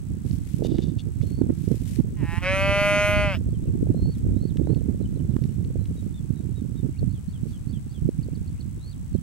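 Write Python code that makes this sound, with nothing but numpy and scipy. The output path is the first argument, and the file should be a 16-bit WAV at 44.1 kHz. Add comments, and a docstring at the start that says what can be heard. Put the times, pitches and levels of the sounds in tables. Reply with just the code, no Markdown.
"""An open mud flat, heard through the two microphone ports of a hand-held camera.
From the start wind buffets the ports, mostly the right, over a hiss of air and a faint electronic buzz
on the left. Dry grass rustles, the case ticks and creaks under a finger, and a small bird sings far off.
Two seconds in, a sheep hums through its nose, then opens its mouth in one long, clean bleat, its vocal
folds ringing the throat. Afterwards the bird sings on through the gusts."""
import sys
import numpy as np
from scipy import signal
from scipy.fft import rfft, irfft
from scipy.io import wavfile

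SR = 44100
rng = np.random.default_rng(int(sys.argv[2]) if len(sys.argv) > 2 else 0)


def int16_out(signal):
    """Quantize to a 16-bit WAV file."""
    q = np.round(np.clip(np.atleast_2d(signal).T, -1, 1) * 32767)
    wavfile.write(sys.argv[1], SR, q.astype(np.int16))


N = 406602
TIME = np.arange(N) / SR


def amp(db):
    """Decibels to gain."""
    return 10 ** (np.asarray(db) / 20)


def unit_rms(x):
    """Scales each channel to rms 1."""
    return x / np.sqrt(np.mean(x ** 2, -1, keepdims=True) + 1e-30)


def curve(rows, at):
    """A table's other columns, interpolated along its first."""
    knots, *columns = np.transpose(rows)
    return [np.interp(at, knots, column) for column in columns]


def spectrum_db(points, hz):
    """A spectrum in dB, joined on a log-frequency axis."""
    return curve([(np.log(f), db) for f, db in points], np.log(hz + 1))[0]


def resonances(modes, hz):
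    """Gain of a set of steep-sided resonances."""
    return np.sqrt(sum((amp(db) / (1 + ((hz - f) / width) ** 2)) ** 2 for f, width, db in modes))


def struck(gain):
    """Gives a gain curve the phase of a struck, ringing body."""
    log_gain = np.log(np.maximum(np.r_[gain, gain[-2:0:-1]], 1e-5))
    return np.exp(np.conj(signal.hilbert(log_gain)))[:len(gain)]


def noise(gain_at):
    """Unrelated noise for each port, coloured by a function of frequency."""
    white = rfft(rng.standard_normal((2, N)))
    return unit_rms(irfft(white * gain_at(np.fft.rfftfreq(N, 1 / SR)), N))


def drift(hz):
    """Random wandering up to about hz, for each port."""
    return noise(lambda f: np.exp(-(f / hz) ** 2))


def pan(left_db):
    """Port gains of mean power 1, the left louder by left_db."""
    gains = amp(np.array([[.5], [-.5]]) * left_db)
    return gains / np.sqrt(np.mean(gains ** 2, 0))


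def add(mix, start_s, sound):
    """Mixes a sound in at start_s."""
    part = mix[..., round(start_s * SR):][..., :sound.shape[-1]]
    part += sound[..., :part.shape[-1]]


# The breeze across the flat, at each port: time_s, left_level_db, right_level_db
BREEZE = [(0, -33, -26.5), (1.2, -33.5, -25), (2.3, -36, -25.5), (2.6, -28.5, -22.5), (3.1, -32.5, -22.5),
          (4.1, -29, -22.5), (4.95, -32.5, -21.5), (5.6, -28.5, -23), (6.4, -36.5, -27),
          (7.7, -33.5, -30.5), (9.2, -34, -28.5)]
# Gusts at one port: middle_s, length_s, rumble_rise_db, flutter_rise_db, port (0 left, 1 right)
GUSTS = [(0.303, 0.12, 4, 7.5, 1), (0.671, 0.31, 2, 14.5, 1), (0.83, 0.28, 5, 11, 1),
         (1.234, 0.078, 3.5, 9.5, 1), (1.416, 0.12, 6, 18.5, 1), (1.502, 0.091, 3, 18.5, 1),
         (1.507, 0.15, 2, 22, 0), (1.711, 0.11, 7.5, 16.5, 1), (1.999, 0.075, 7, 16, 1),
         (2.122, 0.31, 7.5, 31, 0), (2.225, 0.1, 5.5, 11, 1), (3.24, 0.25, 9.5, 10, 0),
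         (3.837, 0.59, 5, 15.5, 0), (3.876, 0.3, 2.5, 6.5, 1), (4.708, 0.32, 2, 8, 1),
         (5.662, 0.082, 6, 14.5, 0), (6.42, 0.35, 2.5, 11, 1), (6.76, 0.4, 5, 13, 1),
         (7.029, 0.1, 7, 27, 0), (7.054, 0.18, 7, -1, 1), (7.449, 0.14, 9.5, 16, 1),
         (7.715, 0.2, 6, 12.5, 1), (8.034, 0.16, 9, 14.5, 1), (8.304, 0.32, 3, 12, 1),
         (9.154, 0.026, 16, 22, 1)]


def wind_levels(calm_db=-26.5, calm_flutter_db=-39.5, flutter_slope=2.48):
    """Gusts arch over the breeze; flutter grows with the breeze more steeply than rumble."""
    rumble_db = np.array(curve(BREEZE, TIME))
    flutter_db = calm_flutter_db + flutter_slope * (rumble_db - calm_db)
    for middle_s, length_s, rumble_rise_db, flutter_rise_db, port in GUSTS:
        arch = signal.windows.cosine(int(length_s * SR))
        add(rumble_db[port], middle_s - length_s / 2, rumble_rise_db * arch)
        add(flutter_db[port], middle_s - length_s / 2, flutter_rise_db * arch)
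    return rumble_db, flutter_db


def eddy(hz, turns=0.43):
    """An eddy passing a port is one swing of pressure, up and then down, centred in 50 ms."""
    t = np.arange(-SR // 40, SR // 40) / SR
    return -np.sin(2 * np.pi * hz * t) / np.cosh(hz * t / turns) ** 2


def sputter(each_per_s=4, slow_hz=160, fast_hz=310):
    """Small eddies of four sizes hit each port at random; the quicker ones are weaker."""
    out = np.zeros((2, N))
    for hz in np.geomspace(slow_hz, fast_hz, 4):
        hits = (rng.random((2, N)) < each_per_s / SR).astype(float)
        out += signal.oaconvolve(hits, eddy(hz)[None], "same", axes=1) * np.sqrt(slow_hz / hz)
    return out


# Rumble on the microphone; the right port faces the wind and rumbles higher: frequency_hz, gain_db
LEFT_RUMBLE = [(12, -33), (25, -33), (40, -8), (65, 7), (105, -1.5), (160, -3), (220, -14), (300, -24.5),
               (450, -33), (700, -67)]
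RIGHT_RUMBLE = [(12, -50), (25, -30), (40, -6), (62, -3.5), (105, 0.5), (160, -3.5), (220, -8.5),
                (300, -18), (450, -45), (700, -100)]
# The flutter above the rumble, at both ports: frequency_hz, gain_db
FLUTTER = [(100, -38), (170, -7.5), (240, -1), (320, -4), (420, -12.5), (550, -24), (750, -35.5),
           (1100, -48), (2500, -54.5), (6000, -100)]


def wind(rumble_swing_db=3.5, flutter_swing_db=7.5, eddy_hz=60):
    """Each port has its own eddies, which shake the flutter harder than the rumble."""
    rumble_db, flutter_db = wind_levels()
    eddies = np.clip(drift(eddy_hz), -2, 2)
    rumble = noise(lambda f: amp([spectrum_db(LEFT_RUMBLE, f), spectrum_db(RIGHT_RUMBLE, f)]))
    rumble = unit_rms(rumble * amp(rumble_swing_db * eddies))
    flutter = noise(lambda f: amp(spectrum_db(FLUTTER, f)))
    flutter = unit_rms(flutter * amp(flutter_swing_db * eddies))
    return amp(rumble_db) * rumble + amp(flutter_db) * (amp(-3) * flutter + amp(11) * sputter())


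# The colour of the open air: frequency_hz, gain_db
AIR = [(100, -88), (500, -61.5), (1000, -64.5), (2500, -69), (5000, -73), (10000, -71.5), (12000, -73),
       (13500, -90), (16000, -71.5)]


def air(level_db=-58.5):
    """A faint, steady hiss of air all around the microphone."""
    return amp(level_db) * noise(lambda f: amp(spectrum_db(AIR, f)))


# Resonances of the buzz inside the camera: centre_hz, half_width_hz, gain_db
BUZZ_MODES = [(5680, 170, -11), (6450, 190, -6), (7000, 170, -12), (7700, 210, 0), (8350, 200, -5),
              (10200, 900, -14)]
# Steady whines at the left port: pitch_hz, level_db
WHINES = [(8086, -66), (11806, -76), (15735, -75)]


def electronics(repeat_hz=59.94, burst_at_s=0.00401, burst_s=0.00067, buzz_db=-61, right_db=-22):
    """By the left port a short burst repeats at the picture rate and rings the case, beside thin whines."""
    period = round(SR / repeat_hz)
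    t, hz = np.arange(period) / SR, np.fft.rfftfreq(period, 1 / SR)
    burst = rfft(rng.standard_normal(period) * np.exp(-.5 * ((t - burst_at_s) / burst_s) ** 2))
    cycle = irfft(np.exp(1j * np.angle(burst)) * resonances(BUZZ_MODES, hz), 20 * period)  # oversampled
    buzz = unit_rms(cycle[(TIME * repeat_hz % 1 * len(cycle)).astype(int)])
    whine = sum(np.sqrt(2) * amp(db) * np.sin(2 * np.pi * f * TIME) for f, db in WHINES)
    return amp([[0], [right_db]]) * (amp(buzz_db) * buzz + whine)


# Dry grass stirring left of the microphone: start_s, length_s, level_db, left_over_right_db
RUSTLES = [(0.21, 0.22, -54, 15), (0.362, 0.33, -56.5, 15), (0.626, 0.072, -53, 15), (1.158, 0.24, -58, 17),
           (1.464, 0.49, -54.5, 8), (1.817, 0.23, -50, 6.5), (4.082, .17, -60.5, 7), (5.302, 0.35, -63, 7),
           (5.767, 0.41, -64, 5), (7.405, 0.19, -60.5, 1)]
# The colour of its crackle: frequency_hz, gain_db
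CRACKLE = [(600, -19), (2000, 10.5), (4500, 9), (8500, 10), (12000, 9), (16000, -4)]


def grass(grain_db=3.5, grain_hz=210):
    """Dry blades brush in short swells of fine crackle."""
    swells = np.zeros((2, N))
    for start_s, length_s, db, left_db in RUSTLES:
        add(swells, start_s, pan(left_db) * amp(db) * signal.windows.tukey(int(length_s * SR), .8))
    hiss = noise(lambda f: amp(spectrum_db(CRACKLE, f)))
    return swells * unit_rms(hiss * amp(grain_db * drift(grain_hz)[0]))


# Ticks of the camera, right at the microphone: start_s, peak_db, ring_hz, left_over_right_db
TICKS = [(.311, -35, 4480, 13), (0.784, -32.5, 2310, -1), (1.214, -39.5, 1660, 3), (4.571, -34, 3200, 5),
         (4.671, -40, 1690, -21), (4.747, -40.5, 2700, 6), (5.366, -31.5, 1250, -29), (5.439, -38, 3100, 6),
         (5.647, -43, 4800, 3), (5.856, -43, 2980, -2)]


def ticks(width_share=0.44, rattle_s=0.0014):
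    """The hand-held case gives small, sharp rattles that die within milliseconds."""
    out, hz = np.zeros((2, N)), np.fft.rfftfreq(1024, 1 / SR)
    for start_s, peak_db, ring_hz, left_db in TICKS:
        ring = irfft(struck(resonances([(ring_hz, width_share * ring_hz, 0), (6000, 4000, -19)], hz)))
        rattle = rng.standard_normal(len(ring)) * np.exp(-TIME[:len(ring)] / rattle_s)
        tick = signal.fftconvolve(ring, rattle)
        add(out, start_s, pan(left_db) * amp(peak_db) * tick / abs(tick).max())
    return out


# Thumps of wind on the microphone: middle_s, strength_db, swing_hz, port (0 left, 1 right)
BUFFETS = [(.544, -5, 146, 1), (.623, -8, 374, 1), (0.65, -8.5, 390, 1), (.704, -11, 227, 1),
           (1.214, -5.5, 110, 1), (1.497, -16.5, 395, 0), (1.679, -7.5, 183, 1), (1.718, -9, 240, 1),
           (3.83, -4.5, 265, 0), (3.87, -17.5, 400, 0), (3.947, -14.5, 385, 0), (4.057, -25.5, 480, 0),
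           (4.415, -6, 128, 1), (4.455, -6, 232, 1), (4.616, -5, 253, 1), (4.673, -14, 427, 1),
           (4.734, -17.5, 372, 1), (4.777, -22, 324, 1), (4.818, -21, 357.8, 1), (5.015, -14, 320, 1),
           (5.365, -4, 213, 1), (5.442, -8.5, 140, 1), (5.758, -14, 344, 1), (6.308, -6.5, 127, 1),
           (7.03, -15, 370, 0), (8.091, -3, 284, 1), (8.191, -6.5, 143, 1), (8.287, -18.5, 338, 1),
           (9.152, -12, 320, 1)]


def buffets(gain_db=-1.5):
    """The strongest eddies thump one port each."""
    out = np.zeros((2, N))
    for middle_s, db, hz, port in BUFFETS:
        swing = eddy(hz)
        add(out[port], middle_s - len(swing) / SR / 2, amp(db + gain_db) * swing)
    return out


# Resonances of the camera case: centre_hz, half_width_hz, gain_db
CASE_MODES = [(2900, 170, -1.5), (3570, 150, 6.5), (3840, 130, 0), (4540, 100, 2.5)]
# A finger slipping close to the left port: start_s, length_s, level_db, pitch_factor, scrape_db
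SLIPS = [(0.632, 0.044, -45.5, 1.006, -6), (0.625, 0.33, -56, 1.01, -8), (0.813, 0.034, -50.5, 1, -6),
         (0.978, 0.044, -49, 0.97, -10), (1.207, 0.04, -57.5, .96, -5)]


def finger_creaks(left_db=7, jerks_per_s=1300, spread_db=3, scrape_hz=4800, scrape_width_hz=2200):
    """Skin sticks and lets go in uneven jerks; each one scrapes and rings the case."""
    out, hz = np.zeros((2, N)), np.fft.rfftfreq(1024, 1 / SR)
    for start_s, length_s, db, factor, scrape_db in SLIPS:
        n = int(length_s * SR)
        jerks = (rng.random(n) < jerks_per_s / SR) * rng.choice([-1, 1], n)
        jerks = unit_rms(jerks * amp(spread_db * rng.standard_normal(n))) * signal.windows.tukey(n, .6)
        modes = CASE_MODES + [(scrape_hz, scrape_width_hz, scrape_db)]
        ring = irfft(struck(resonances(modes, hz / factor)))
        add(out, start_s, pan(left_db) * amp(db) * signal.fftconvolve(jerks, ring / np.linalg.norm(ring)))
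    return out


# The song from far across the flat: start_s, note_count, first_spacing_s, note_length_s, level_db,
# swell_per_note_db, pitch_factor, climb_per_note, shape_name
PHRASES = [(1.189, 1, 0, 0.26, -60, -1, 0.99, 0, "whistle"),
           (3.485, 2, 0.13, 0.086, -74, 0, 1, -0.17, "hook"),
           (3.924, 1, 0, 0.25, -55.5, -3, 0.98, 0, "whistle"),
           (4.338, 2, .285, 0.18, -50.5, -3, 0.98, -0.011, "slur"),
           (5.014, 4, 0.14, 0.052, -64, -2, 0.95, -0.015, "dip"),
           (5.791, 3, .171, 0.058, -64.5, 5, 1.08, -0.062, "pip"),
           (6.353, 3, 0.198, 0.058, -63, 2.5, 1.02, -0.017, "pip"),
           (6.937, 1, 0, 0.074, -56, 0, .98, 0, "flick"), (7.09, 5, .187, 0.108, -69, 0, 1, .004, "hook"),
           (8.169, 4, 0.12, 0.088, -57, 0.6, 1.01, -0.012, "flick"),
           (8.784, 1, 0, .16, -47, 0, 0.99, 0, "slur"), (9.134, 1, 0, 0.052, -63, 0, 1, 0, "dip")]


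def song(slowing=1.04, spread_db=2.5):
    """Each phrase repeats one note, slowing a little, no two notes equally strong."""
    for start_s, count, spacing_s, length_s, db, swell_db, factor, climb, shape in PHRASES:
        for k in range(count):
            note_db = db + k * swell_db + spread_db * rng.uniform(-1.3, 1)
            yield start_s, length_s, note_db, factor + k * climb, shape
            start_s += spacing_s * slowing ** k


def scatter(x, fade_s=0.011, wet_db=-5):
    """Ground and grass smear a far sound with a brief diffuse tail at each port."""
    t = TIME[:SR // 8]
    tail = unit_rms(rng.standard_normal((2, len(t))) * np.exp(-t / fade_s)) / np.sqrt(len(t))
    diffuse = signal.oaconvolve(x[None], tail, axes=1)[:, :N]
    return (x + amp(wet_db) * diffuse) / np.hypot(1, amp(wet_db))


# The bird's note shapes by name: trill_depth (0-1), then points of share_of_note, base_pitch_hz, gain_db
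NOTE_SHAPES = { "whistle": (.1, [(0, 4080, -17), (.3, 4320, -1), (.82, 4560, 1), (.9, 3900, -6),
               (1, 2880, -8)]), "slur": (0.82, [(0, 3530, -18), (.42, 4260, -6.5), (.8, 4620, -6.5),
               (.89, 3900, -9), (1, 2960, -5)]), "hook": (0.45, [(0, 4080, -3), (.3, 4560, 10),
               (.37, 4780, 5), (.48, 3850, 3), (.58, 3330, 9), (.8, 3180, 12), (1, 2880, 3)]),
               "pip": (0, [(0, 3740, -3), (.33, 3790, 1.5), (.65, 3735, 0), (1, 3540, -12)]),
               "dip": (0.28, [(0, 4340, 2), (.27, 4240, 3.5), (.34, 3680, -10), (.56, 3970, 1),
               (.62, 3100, -12), (.85, 3250, 9), (1, 2750, -10)]), "flick": (0.65, [(0, 2460, -18),
               (.25, 2105, -14.5), (.56, 2840, -6.5), (.64, 3300, -30), (.68, 4400, 3), (.75, 4620, 5.5),
               (.87, 3740, -7), (1, 3100, -21)])}


def bird(left_db=2, waver_share=0.0077, flicker_db=2, trill_hz=110, swing_hz=130, trill_db=4):
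    """A far whistle glides through each note, some with a fast trill, wavering in the moving air."""
    out, wobble, flicker = np.zeros(N), drift(210)[0], drift(63)[0]
    for start_s, length_s, db, factor, shape in song():
        progress = np.linspace(0, 1, int(length_s * SR))
        t = progress * length_s
        depth, points = NOTE_SHAPES[shape]
        hz, shape_db = curve(points, progress)
        trill = depth * np.sin(2 * np.pi * trill_hz * t)
        waver = 1 + waver_share * np.interp(start_s + t, TIME, wobble)
        turns = np.cumsum(hz * factor * waver + swing_hz * trill) / SR
        envelope = amp(db + shape_db + trill_db * trill) * signal.windows.tukey(len(t), .12)
        add(out, start_s, envelope * np.sin(2 * np.pi * turns))
    return pan(left_db) * scatter(out * amp(flicker_db * flicker))


# The sheep's hum, mouth shut: time_s, pitch_hz, level_db
HUM = [(2.162, 215.4, -59), (2.2, 202.6, -51.5), (2.236, 166.7, -45.5), (2.314, 168, -38),
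       (2.382, 173.2, -35.5), (2.398, 176, -47.5)]


def hum(now_s, start_s, end_s, rest_hz=168, tighten_s=0.014):
    """The voice sinks and swells, clear until it tightens and cracks; the larynx moves with the pitch."""
    pitch_hz, db = curve(HUM, now_s)
    crack = np.exp((now_s - end_s) / tighten_s)
    mouth, nasal = 0, 1
    tongue = (pitch_hz / rest_hz) ** 0.31 + 0.29 * crack  # factor on the resonance frequencies
    breath_db = -22 + 19 * crack
    jitter = .0018 + 0.018 * crack ** 2  # unevenness of the folds, as a share of a cycle
    return pitch_hz, db, mouth, nasal, tongue, breath_db, jitter


# Resonances of the sheep's nose: centre_hz, half_width_hz, gain_db
NOSE_MODES = [(895, 104, 5.5), (1350, 370, -8), (1810, 150, 3), (2240, 150, -2.5), (2610, 130, -2),
              (2950, 200, -12), (3860, 400, -20), (5040, 260, -21), (8700, 2600, -21.5)]


def nose(hz, tongue):
    """Gain of the nasal passage, its resonances lifted by the tongue."""
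    return resonances(NOSE_MODES, hz / tongue)


# The mouth through the bleat: time_s, stage (0 lips parting, 1 wide open, 2 closing), level_db
MOUTH = [(2.41, 1.5, -51), (2.428, 1, -32), (2.466, 0.2, -24.5), (2.57, 0.95, -25.5), (2.65, 1.36, -24),
         (2.77, 1.3, -23), (2.9, 0.98, -22), (3.05, 0.9, -23), (3.22, 1.3, -25), (3.28, 1.6, -27.5),
         (3.352, 1.3, -33), (3.366, 1, -46)]


def bleat(now_s, start_s, end_s, held_hz=205.9, scoop_hz=28, scoop_s=.195, drop_hz=62, drop_s=0.038):
    """Slack folds scoop up to a held note, which drops in a breathy catch as the air runs out."""
    slack = np.exp((start_s - now_s) / scoop_s)
    catch = np.exp((now_s - end_s) / drop_s)
    pitch_hz = held_hz - scoop_hz * slack - drop_hz * catch
    mouth, db = curve(MOUTH, now_s)
    nasal = np.exp((start_s - now_s) / 0.0063)  # the voice moves from nose to mouth
    tongue = 1 + 0.38 * catch ** 2
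    breath_db = -30 + 7 * slack + 24 * catch
    jitter = .00028 + .0012 * (slack + catch) ** 2
    return pitch_hz, db, mouth, nasal, tongue, breath_db, jitter


# Resonances of the sheep's throat: parting_hz, wide_open_hz, half_width_hz, parting_db, wide_open_db,
# closing_db
THROAT_MODES = [(553, 606, 54, 5, 5.5, 2.5), (722.22, 870, 200, -23, -16.5, -2.5),
                (844, 1160, 195, -20, -8.5, -13), (980, 1466, 85, -9.5, -5, -6.5),
                (1320, 1670, 87, -22, -15, -13), (1380, 2070, 136, -3.5, -6, -5),
                (2150, 2260, 200, 2, -8, -19), (2530, 2520, 139, -3, -4.5, -5),
                (3080, 2980, 190, -14, -13, -12.5), (3700, 3600, 150, -29, -26.5, -37),
                (3820, 4130, 90, -21, -23.5, -30), (4630, 4520, 82, -20, -25, -21),
                (4900, 5050, 170, -21, -40, -29), (5600, 6070, 310, -33, -24, -45),
                (6500, 7070, 120, -32, -25.5, -39), (8600, 8870, 720, -32.5, -29, -43),
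                (10200, 10500, 220, -50, -25.5, -43), (10950, 11240, 140, -41, -22.5, -42),
                (12400, 12500, 400, -51, -42, -55)]


def throat(hz, now_s, mouth, tongue, breath_db, quiver, high_hz=3400, wander_hz=5, wander_db=2):
    """Gain of the soft throat: mouth, jaw and tongue slide its resonances, and the high ones wander."""
    modes = [(5150, 280, breath_db - 4)]  # the rasp of rushing air
    jaw_lift = 0.027 * np.exp(-((now_s - 2.9) / 0.18) ** 2)  # the jaw drops furthest at 2.9 s
    for k, ((parting_hz, wide_hz, width_hz, *stage_dbs), chance) in enumerate(zip(THROAT_MODES, quiver)):
        centre_hz = wide_hz + (parting_hz - wide_hz) * max(1 - mouth, 0)
        centre_hz *= 1 + jaw_lift * (high_hz < wide_hz < 4800)
        turns = wander_hz * (.5 + chance[:2]) * now_s + chance[2:]
        slide, swell = np.sin(2 * np.pi * turns) * (centre_hz > high_hz)
        centre_hz *= (tongue if k else 1) * (1 + .005 * slide)  # the tongue spares the lowest
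        modes.append((centre_hz, width_hz, np.interp(mouth, [0, 1, 2], stage_dbs) + wander_db * swell))
    return resonances(modes, hz)


def fold_cycles(hum_s=(2.165, 2.41), bleat_s=(2.408, 3.372), waver_hz=14, waver_share=.001):
    """The time and the state of the voice at each closing of the folds, through hum and bleat."""
    waver = 1 + waver_share * drift(waver_hz)[0]
    for call, (start_s, end_s) in ((hum, hum_s), (bleat, bleat_s)):
        now_s = start_s
        while now_s < end_s:
            pitch_hz, *state = call(now_s, start_s, end_s)
            yield now_s, pitch_hz, *state
            mid_cycle_hz = call(now_s + .5 / pitch_hz, start_s, end_s)[0]
            now_s += 1 / max(mid_cycle_hz * waver[int(now_s * SR)], 100)


def sheep(hiss_hz=4500, hiss_gain=5, puff_s=0.0082, chest_hz=430, shimmer_db=.25, size=2048):
    """Each snap of the vocal folds, with its puff of air, rings the nose or the throat."""
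    hz, t, voice = np.fft.rfftfreq(size, 1 / SR), TIME[:size], np.zeros(N)
    quiver = rng.random((len(THROAT_MODES), 4))  # two wander rates and two phases per resonance
    treble_lift = np.hypot(1, hiss_gain * hz ** 3 / (hz ** 3 + hiss_hz ** 3))
    for now_s, pitch_hz, db, mouth, nasal, tongue, breath_db, jitter in fold_cycles():
        oral = throat(hz, now_s, mouth, tongue, breath_db, quiver)
        tract = np.hypot(nasal * nose(hz, tongue), (1 - nasal) * oral)
        body = struck(tract * hz ** 2 / (hz ** 2 + chest_hz ** 2))
        snap_s = now_s + jitter * rng.standard_normal() / pitch_hz
        snap = np.exp(-2j * np.pi * hz * (snap_s - round(snap_s * SR) / SR))  # falls between samples
        puff = rfft(unit_rms(rng.standard_normal(size) * np.exp(-t / puff_s))) / np.sqrt(size)
        pulse = irfft(body * (snap + amp(breath_db) * treble_lift * puff))
        pulse = unit_rms(pulse) * np.sqrt(SR / pitch_hz / size)
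        add(voice, snap_s, pulse * amp(db + shimmer_db * rng.standard_normal()))
    return voice


# The sheep's balance at the microphone: frequency_hz, left_over_right_db
SHEEP_BALANCE = [(500, 1.5), (2400, -1), (4400, 2.5), (12000, 8)]


def from_left(voice, lead_s=.00005, shadow_hz=1800):
    """The sheep stands a little to the left, so that port hears its treble first."""
    hz = np.fft.rfftfreq(N, 1 / SR)
    lead = np.exp(1j * np.pi * hz * np.tanh(hz / shadow_hz) * lead_s * np.array([[1], [-1]]))
    return irfft(rfft(voice) * pan(spectrum_db(SHEEP_BALANCE, hz)) * lead, N)


def scene():
    """Open ground with no walls: near and far sounds meet at the two ports."""
    background = wind() + air() + electronics()
    return background + grass() + ticks() + buffets() + finger_creaks() + bird() + from_left(sheep())


def record(dry, edge_hz=15930):
    """The recorder's band limit cuts off the highest treble."""
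    low_pass = signal.firwin(1023, edge_hz, window=("kaiser", 9), fs=SR)
    return signal.oaconvolve(dry, low_pass[None], "same", axes=1)


dry = scene()
out = record(dry)
int16_out(out)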